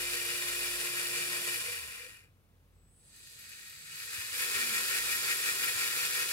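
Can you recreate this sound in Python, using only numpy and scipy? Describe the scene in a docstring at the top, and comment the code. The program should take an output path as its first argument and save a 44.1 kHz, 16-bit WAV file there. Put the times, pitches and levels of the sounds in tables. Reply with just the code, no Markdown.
"""A small geared winch whirs and rattles, coasts to a stop, restarts with a whistle and speeds up.
It is a model crane on a desk, lowering its hook, then hoisting; its noise follows the shaft speed.
Loose teeth rattle in the metal frame and throb once per pulley turn; the motor adds its shaft orders.
At the slow restart the speed controller whistles and the brushes fizz.
Behind are faint low tones, soft desk thuds and a quiet room hum."""
import sys
import numpy as np
from scipy import signal
from scipy.fft import rfft, irfft, next_fast_len
from scipy.io import wavfile
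from scipy.ndimage import uniform_filter1d, map_coordinates

SR = 44100
rng = np.random.default_rng(int(sys.argv[2]) if len(sys.argv) > 2 else 0)


def transcribe(signal):
    """Save signal, clipped to [-1, 1], as a 16-bit WAV file at the path in sys.argv[1]."""
    frames = np.atleast_2d(signal).T
    limited = np.clip(frames, -1, 1)
    pcm = np.round(limited * 32767).astype(np.int16)
    wavfile.write(sys.argv[1], SR, pcm)


N = 278712
REVERSE_S, THROTTLE_START_S, THROTTLE_FULL_S = 2.6, 2.71, 4.43
TOP_HZ = 15780

# shaft speed: t/s, speed/(turns/s)
SHAFT_SPEED = [(1.53, 117.6), (1.7, 99), (1.8, 80), (1.9, 64), (2.1, 44), (2.24, 17), (2.36, 1), (2.85, 1),
               (2.98, 22), (3.18, 49), (3.45, 61), (3.86, 63), (3.98, 80), (4.13, 94), (4.29, 96),
               (4.4, 120), (4.53, 124.75)]
# level law: full-speed base/dB lowering, hoisting; loss/(dB per speed halving) lowering, hoisting
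HISS_LAW = (-36.5, -33.5, 11.5, 19)
# stereo balance: f/Hz, left minus right/dB
BALANCE = [(200, 0), (350, -2.5), (500, 3.5), (1200, 4.5), (2600, 4.5), (4200, -2.5), (6400, -1),
           (9800, -1.5), (15000, 1.5)]
# stereo phase: f/Hz, left lead/rad
LEFT_LEAD = [(300, 0.42), (900, 0.99), (1250, 1.76), (1850, 2.14), (2700, 1.58), (3800, 2.35), (4800, 1.6),
             (15000, 1.8)]


def gears(shaft, load_db):
    """Teeth knock and slide; in reverse the other flank bears, so the frame rings differently."""
    # gearbox and frame modes: f/Hz, width/Hz, lift lowering/dB, lift hoisting/dB
    modes = [(388, 27, 4.5, 8.5), (483, 87, 13.5, 10), (639, 23, 9, -4), (1048, 19, 13, 11),
             (1340, 32, 4.5, 2.5), (1713, 290, 3.5, 6.5), (1878, 95, 12, 11), (2074, 26, 12, 8),
             (2207, 46, 3, 10), (2365, 50, 12.5, 10.5), (2515, 290, 16, 15.5), (2770, 34, 10.5, 7.5),
             (2900, 100, 13.5, 11), (3336, 310, 6.5, 6), (3830, 400, 4.5, 3.5), (4560, 27, 11.5, 8.5),
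             (4850, 32, 7, 7.5), (5170, 96, 3.5, 5.5), (7510, 620, 6, 5), (8380, 130, 4, 3),
             (9170, 480, 6, 4.5), (9750, 50, 4.5, 2), (9930, 1020, 6, 3)]
    # level laws of case and frame: columns as HISS_LAW
    case_law = (-51, -50.5, 10.5, 24)
    frame_law = (-38, -36.5, 9, 17)
    teeth = stereo(contacts(shaft, per_turn=6, scatter=.22, spread_db=3.5, decay_s=.0011, rub=1.83))
    lowering = frame_ring(teeth, [(hz, width, db) for hz, width, db, _ in modes])
    hoisting = frame_ring(teeth, [(hz, width, db) for hz, width, _, db in modes])
    ring = by_direction(lowering, hoisting)
    band = lambda lo_hz, hi_hz: unit(filtered(ring, lambda hz: (hz >= lo_hz) & (hz < hi_hz)))
    chatter = wobble(55)  # backlash opens and closes irregularly
    # less rattle until the reversed gears take up their play
    engage_s, engage_span_s = 3.38, .07
    slack_db = by_direction(0, -5.3) * np.clip((engage_s - clock()) / engage_span_s + .5, 0, 1)
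    case_db = level_db(case_law) - 2.5 + .42 * load_db
    frame_db = level_db(frame_law) + slack_db - 1.01 + .65 * load_db + 1.1 * chatter
    hiss_db = level_db(HISS_LAW) - .2 + .34 * load_db + .43 * chatter
    return (band(0, 1150) * amp(case_db)
            + band(1150, 3000) * amp(frame_db)
            + band(3000, TOP_HZ) * amp(hiss_db))


def contacts(shaft, per_turn, scatter, spread_db, decay_s, rub):
    """Tiny noise bursts of uneven size and timing, paced by the shaft, over steady rubbing."""
    passed = shaft / (2 * np.pi) * per_turn
    number = np.arange(int(passed[-1]))
    timing, size = rng.standard_normal((len(number), 2)).T
    at = np.interp(number + scatter * timing, passed, np.arange(N)).astype(int)
    power = np.bincount(at, amp(spread_db * np.clip(size, -2, 2)) ** 2, N)
    power = decayed(power, decay_s)
    power /= uniform_filter1d(power, SR // 8) + power.mean() / 20  # even out the slow trend
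    return unit(np.sqrt(np.abs(power) + abs(rub)) * rng.standard_normal((2, N)))


def frame_ring(teeth, modes, ripple_db=1.7):
    """The frame lifts the contact spectrum at its main modes; many small modes ripple it."""
    # tooth contact spectrum: f/Hz, density/dB
    spectrum = [(40, -38.5), (130, -11.5), (200, -15.5), (300, -13.5), (700, -15), (1100, -9), (1400, 2),
                (3000, -6), (4500, 0.5), (6300, -2.5), (8500, -2.5), (12800, -2.5), (13600, -7.5),
                (15600, -7)]

    def gain(hz):
        small_modes = map_coordinates(rng.standard_normal(SR // 60), [hz / 40])
        small_db = ripple_db * small_modes * np.clip(hz / 4000, 0, 1)
        return amp(along(spectrum, hz) + resonances(hz, modes) + small_db)
    return coloured(teeth, gain)


def throb():
    """Load/dB: the teeth bind and run free once per pulley turn, less at low speed."""
    tight_spot_s, gear_ratio = (.659, 5.302), (20.25, 22.2)  # lowering, hoisting
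    speed = curve(SHAFT_SPEED)
    turns = np.cumsum(speed) / SR
    tight_turns = by_direction(*np.interp(tight_spot_s, clock(), turns))
    pulley_turns = (turns - tight_turns) / by_direction(*gear_ratio)
    depth_db = by_direction(2, 3) * speed / full_speed() * (1 + .25 * wobble(6))
    return depth_db * np.tanh(1.58 * np.cos(2 * np.pi * pulley_turns))


def whine(shaft, load_db):
    """Shaft and mesh tones; the high ones come from the teeth, so they are rough and feel the load."""
    # tones: f/shaft speed; fractions belong to reduction stages
    orders = [2.77, 3, 3.19, 4, 5, 6, 10, 11, 12, 15, 16, 19, 20, 22.4]
    # per order: level lowering/dB, level hoisting/dB
    levels = [(-99, -67), (-53.5, -86), (-85, -64), (-65, -65.5), (-65, -69.5), (-68.5, -70), (-80, -58.5),
              (-65, -51), (-61, -58), (-71, -46.5), (-58, -74), (-76, -48.5), (-57, -55), (-74, -78.5)]
    out, sides = np.zeros((2, N)), np.array([[.5], [-.5]])
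    for order, pair_db in zip(orders, levels):
        top_speed_hz = order * SHAFT_SPEED[-1][1]
        mesh = np.clip(top_speed_hz / 1700, 0, 1) ** 2
        rough_db = (.6 + 3.7 * mesh) * np.tanh(wobble(45))
        gain = amp(by_direction(*pair_db) + mesh * 1.55 * load_db + rough_db)
        phase = order * shaft + (.052 + .5 * mesh) * wobble(80) + rng.uniform(0, 2 * np.pi)
        pan = amp(sides * along(BALANCE, top_speed_hz))
        out += gain * pan * np.sin(phase + sides * along(LEFT_LEAD, top_speed_hz))
    fade_db = -2 * (full_speed() - curve(SHAFT_SPEED))  # tones stand out only near full speed
    return np.sqrt(2) * amp(fade_db) * out


def unbalance(shaft):
    """The shaft shakes the desk once a turn, with a lift as it runs through the desk's resonance."""
    # desk mode: f/Hz, width/Hz, lift/dB
    desk = [(77.4, 38, 14)]
    lift_db = by_direction(resonances(curve(SHAFT_SPEED), desk), 0)
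    shake_db = by_direction(-70.5, -71.5) - 9 * halvings() + lift_db
    return np.sqrt(2) * amp(shake_db + 1.9 * wobble(17)) * np.sin(shaft)


def coasting(speed, case_hz, width_hz):
    """The gear case hums up briefly each time a falling order passes its resonance."""
    # falling orders: f/shaft speed, drive/dB
    sweeps = [(5, -56), (10, -57.5)]
    ring = stereo_noise(lambda hz: bandpass(hz, case_hz, width_hz))
    drive = resonances(case_hz, [(order * speed, width_hz, amp(db)) for order, db in sweeps])
    return by_direction(.96, 0) * drive * ring


def brushes(shaft):
    """Two brushes cross three commutator gaps: six scratches a turn, which ring the motor can."""
    # scratch spectrum: f/Hz, density/dB
    spectrum = [(710, -54), (1200, -38), (1340, -3), (1610, -27), (1830, 0.5), (2040, -18), (2870, -5.5),
                (3100, -7), (4100, 1.5), (5670, -8.5), (7750, -2.5), (11700, -17), (15800, -35)]
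    # motor can modes: f/Hz, width/Hz, lift/dB
    can = [(1870, 110, 9), (2500, 220, 6), (2880, 120, 4), (3850, 200, 5), (4450, 230, 7.5), (4880, 70, 14),
           (6320, 200, 13.5), (7500, 300, 6), (9300, 600, -3)]
    scratches = contacts(shaft, per_turn=6, scatter=.04, spread_db=2, decay_s=.0017, rub=.97)
    colour = lambda hz: amp(along(spectrum, hz) + resonances(hz, can))
    return brush_gain() * amp(.73 * wobble(29.9)) * unit(coloured(scratches, colour))


def brush_gain(knee_rps=56.3):
    """Fizz on chopped current grows with shaft speed and levels off past the knee."""
    return amp(-46) * chopping() * np.tanh(curve(SHAFT_SPEED) / knee_rps) ** 4.3


def whistle(switching_hz):
    """The windings sing at the switching rate as the throttle opens."""
    throttle = np.interp(clock(), (THROTTLE_START_S, THROTTLE_FULL_S), (0, 1))
    gain = amp(-60.5 + .8 * wobble(30)) * throttle ** .71 * chopping()
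    stereo_rad = np.array([[0], [.8]])
    return np.sqrt(2) * gain * np.sin(2 * np.pi * switching_hz * clock() + stereo_rad)


def squeak(start_s, rise_s, length_s):
    """The shaft breaks free with two rising partials."""
    # squeak partials: start f/Hz, end f/Hz, level/dB
    partials = [(8650, 10020, -77), (8220, 9060, -78)]
    t = clock() - start_s
    rise = np.sin(np.pi / 2 * np.clip(t / rise_s, 0, 1)) ** 2
    swell = np.sqrt(np.abs(np.sin(np.pi * np.clip(t / length_s, 0, 1))))
    out = np.zeros(N)
    for start_hz, end_hz, db in partials:
        gain = amp(db + 2.8 * wobble(120))
        out += gain * np.sin(angle(start_hz + (end_hz - start_hz) * rise + 55 * wobble(400)))
    return np.sqrt(2) * swell * out


def treble_crackle(per_s, centre_hz, width_hz, decay_s, relative_db, tick_t60_s):
    """Fine crackle near 12 kHz that follows the winch's level, with a few ticks at the slow restart."""
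    # restart ticks: t/s, level/dB
    ticks = [(3.27, -57), (3.325, -56), (3.46, -56.5), (3.493, -46)]
    onsets = rng.uniform(0, 1, N) < per_s / SR
    power = decayed(onsets * rng.uniform(0, 1, N) ** 2, decay_s)
    turning = np.clip(curve(SHAFT_SPEED) / 58, 0, 1) ** 2
    winch_gain = turning * (.48 * brush_gain() + .54 * amp(level_db(HISS_LAW)))
    envelope = unit(np.sqrt(np.abs(power))) * amp(relative_db + 4.1 * wobble(21.2)) * winch_gain
    for start_s, db in ticks:
        t = clock() - start_s
        envelope += (t > 0) * amp(db - 60 * np.abs(t) / tick_t60_s)
    noise = filtered(rng.standard_normal((2, N)), lambda hz: bandpass(hz, centre_hz, width_hz))
    return envelope * unit(noise)


def sizzle(db, centre_hz, width_hz, knee_rps):
    """Chopped current sizzles near the switching pitch once the commutator moves."""
    band = stereo_noise(lambda hz: bandpass(hz, centre_hz, width_hz))
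    moving = np.tanh(curve(SHAFT_SPEED) / knee_rps) ** 1.6
    return amp(db + 1.5 * wobble(25)) * chopping() * moving * band


def low_tones(rough_db, waver):
    """Faint, rough low tones in the background glide, swell and fade."""
    # swells: centre t/s, half length/s, f/Hz, glide/(Hz/s), level/dB
    swells = [(1.2, 0.49, 167, 22, -65.5), (2.6, 0.63, 87.1, -7, -68.5), (3.88, 0.14, 152, -9.5, -70),
              (4.6, 0.14, 399.5, -480, -60), (4.7, .13, 230, -75, -59.5)]
    out = np.zeros(N)
    for centre_s, half_s, hz, glide, db in swells:
        t = clock() - centre_s
        pitch_hz = (hz + glide * t) * (1 + waver * wobble(50))
        out += amp(db + rough_db * wobble(30)) * np.exp(-(t / half_s) ** 2) * np.sin(angle(pitch_hz))
    return np.sqrt(2) * out


def bumps(t60_s, attack_s):
    """The desk gives short dull thuds, each a damped sine."""
    # thuds: t/s, f/Hz, relative level/dB
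    thuds = [(.255, 90, -51), (4.18, 95, -43), (4.32, 82, -52), (4.56, 88, -49), (5.12, 86, -52),
             (5.749, 97, -46)]
    out = np.zeros(N)
    for start_s, hz, db in thuds:
        t = np.maximum(clock() - start_s, 0)
        out += amp(db - 60 * t / t60_s) * (1 - np.exp(-t / attack_s)) * np.sin(2 * np.pi * hz * t)
    return 2 * out


def room(air_db, hum_hz, hum_trim_db):
    """Low rumble, faint hiss and a wavering hum."""
    # room noise spectrum: f/Hz, density/dB
    spectrum = [(21, -39), (40, -26), (95, -10.5), (150, -16), (240, -23), (350, -27.5), (480, -25.5),
                (680, -32.5), (1600, -35.5), (3500, -40), (6500, -45), (9000, -43), (15800, -43)]
    # hum envelope: t/s, level before trim/dB
    hum_levels = [(0.0, -60), (0.09, -58.5), (0.42, -71), (0.51, -60.5), (0.81, -61.5), (0.93, -81),
                  (0.98, -70), (1.51, -71), (1.85, -79), (2.78, -67.5), (3.86, -84), (5.05, -64.5),
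                  (5.83, -87), (6.32, -80)]
    air = stereo_noise(lambda hz: amp(along(spectrum, hz)))
    hum_gain = amp(curve(hum_levels) + hum_trim_db + 1.4 * wobble(7.4))
    hum = hum_gain * np.sin(angle(hum_hz + 1.26 * wobble(3.88)))
    return amp(air_db) * air + np.sqrt(2) * hum


def by_direction(lowering, hoisting):
    """One value before the winch reverses, the other after."""
    return np.where(clock() < REVERSE_S, lowering, hoisting)


def full_speed():
    """Turns/s at full throttle."""
    return by_direction(SHAFT_SPEED[0][1], SHAFT_SPEED[-1][1])


def halvings():
    """Octaves below full speed."""
    return np.log2(full_speed() / curve(SHAFT_SPEED))


def level_db(law):
    """Gear noise loses a set number of dB per halving of speed."""
    return by_direction(*law[:2]) - by_direction(*law[2:]) * halvings()


def chopping(release_s=.17):
    """1 while the controller chops the current, fading to 0 at full throttle."""
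    return (clock() > THROTTLE_START_S) * np.clip((THROTTLE_FULL_S - clock()) / release_s, 0, 1)


def stereo(pair):
    """Mix two unrelated signals to a partly coherent pair; the desk scrambles the treble phase."""
    # left-right likeness: f/Hz, coherence/1
    coherence = [(200, 0.76), (500, 0.86), (800, 0.39), (1300, .62), (2000, 0.78), (3000, 0.44),
                 (15000, 0.44)]

    def mixing(hz):
        alike = np.clip(along(coherence, hz), 0, .99)
        scramble = map_coordinates(rng.standard_normal(SR // 250), [hz / 150])
        scramble *= np.clip(hz / 1200 - 2, 0, 2)
        shared = alike * np.exp(-1j * (along(LEFT_LEAD, hz) + scramble))
        return np.array([shared, np.sqrt(1 - alike ** 2)])
    right = filtered(pair, mixing).sum(axis=0)
    return filtered(np.array([pair[0], right]), lambda hz: amp(np.outer([.5, -.5], along(BALANCE, hz))))


def stereo_noise(response):
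    """Shaped, partly coherent noise at rms 1."""
    return unit(filtered(stereo(rng.standard_normal((2, N))), response))


def coloured(x, gain):
    """Minimum-phase filter with magnitude gain(hz)."""
    size = 2 * next_fast_len((N + SR // 4) // 2)
    cepstrum = irfft(np.log(np.maximum(gain(np.fft.rfftfreq(size, 1 / SR)), 1e-6)))
    cepstrum[1:size // 2] *= 2
    cepstrum[size // 2 + 1:] = 0
    return irfft(rfft(x, size) * np.exp(rfft(cepstrum)))[..., :N]


def filtered(x, response):
    """FFT filter by response(hz)."""
    size = next_fast_len(N + SR // 4)
    return irfft(rfft(x, size) * response(np.fft.rfftfreq(size, 1 / SR)), size)[..., :N]


def resonances(hz, modes):
    """Sum of peaks given as f/Hz, width/Hz, height."""
    return sum(height / (1 + (2 * (hz - centre) / width) ** 2) for centre, width, height in modes)


def bandpass(hz, centre_hz, width_hz):
    """Flat-topped band gain."""
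    return 1 / (1 + (2 * (hz - centre_hz) / width_hz) ** 4)


def decayed(power, decay_s):
    """Exponential tails on power impulses; decay_s is the amplitude time constant."""
    return signal.lfilter([1], [1, -np.exp(-2 / (decay_s * SR))], power)


def wobble(knots_per_s):
    """Smooth random curve."""
    knots = rng.standard_normal(int(N * knots_per_s / SR) + 4)
    return map_coordinates(knots, [np.arange(N) * knots_per_s / SR])


def along(points, hz):
    """Interpolate (f/Hz, value) rows on a log axis."""
    f, values = np.transpose(points)
    return np.interp(np.log(hz + 1), np.log(f + 1), values)


def curve(points):
    """Interpolate (t/s, value) rows at each sample."""
    return np.interp(clock(), *np.transpose(points))


def angle(hz):
    """Running phase/rad."""
    return 2 * np.pi * np.cumsum(hz) / SR


def clock():
    """Sample times/s."""
    return np.arange(N) / SR


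def amp(db):
    """dB to gain."""
    return 10 ** (np.asarray(db) / 20)


def unit(x):
    """Scale to rms 1."""
    return x / np.sqrt(np.mean(x ** 2) + 1e-20)


def scene():
    """One shaft, slowed slightly by the load, drives the winch; desk and room lie behind."""
    load_db = throb()
    speed = curve(SHAFT_SPEED) * (1 - .0008 * load_db + .0015 * wobble(18))
    shaft = angle(speed)
    turning = np.clip(speed / 15, 0, 1)
    mix = turning * gears(shaft, load_db) + whine(shaft, load_db) + unbalance(shaft)
    mix += coasting(speed, case_hz=488, width_hz=75)
    mix += brushes(shaft) + whistle(switching_hz=8020)
    mix += squeak(start_s=2.885, rise_s=.1, length_s=.2)
    mix += treble_crackle(per_s=170, centre_hz=11700, width_hz=2700, decay_s=.0024,
                          relative_db=-10.5, tick_t60_s=.04)
    mix += sizzle(db=-62.5, centre_hz=8700, width_hz=2600, knee_rps=30)
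    mix += low_tones(rough_db=2.5, waver=.03)
    return mix + bumps(t60_s=.082, attack_s=.015) + room(air_db=-66.5, hum_hz=49, hum_trim_db=-.5)


def record(dry):
    """Brick-wall low-pass at TOP_HZ."""
    return filtered(dry, lambda hz: hz < TOP_HZ)


dry = scene()
out = record(dry)
transcribe(out)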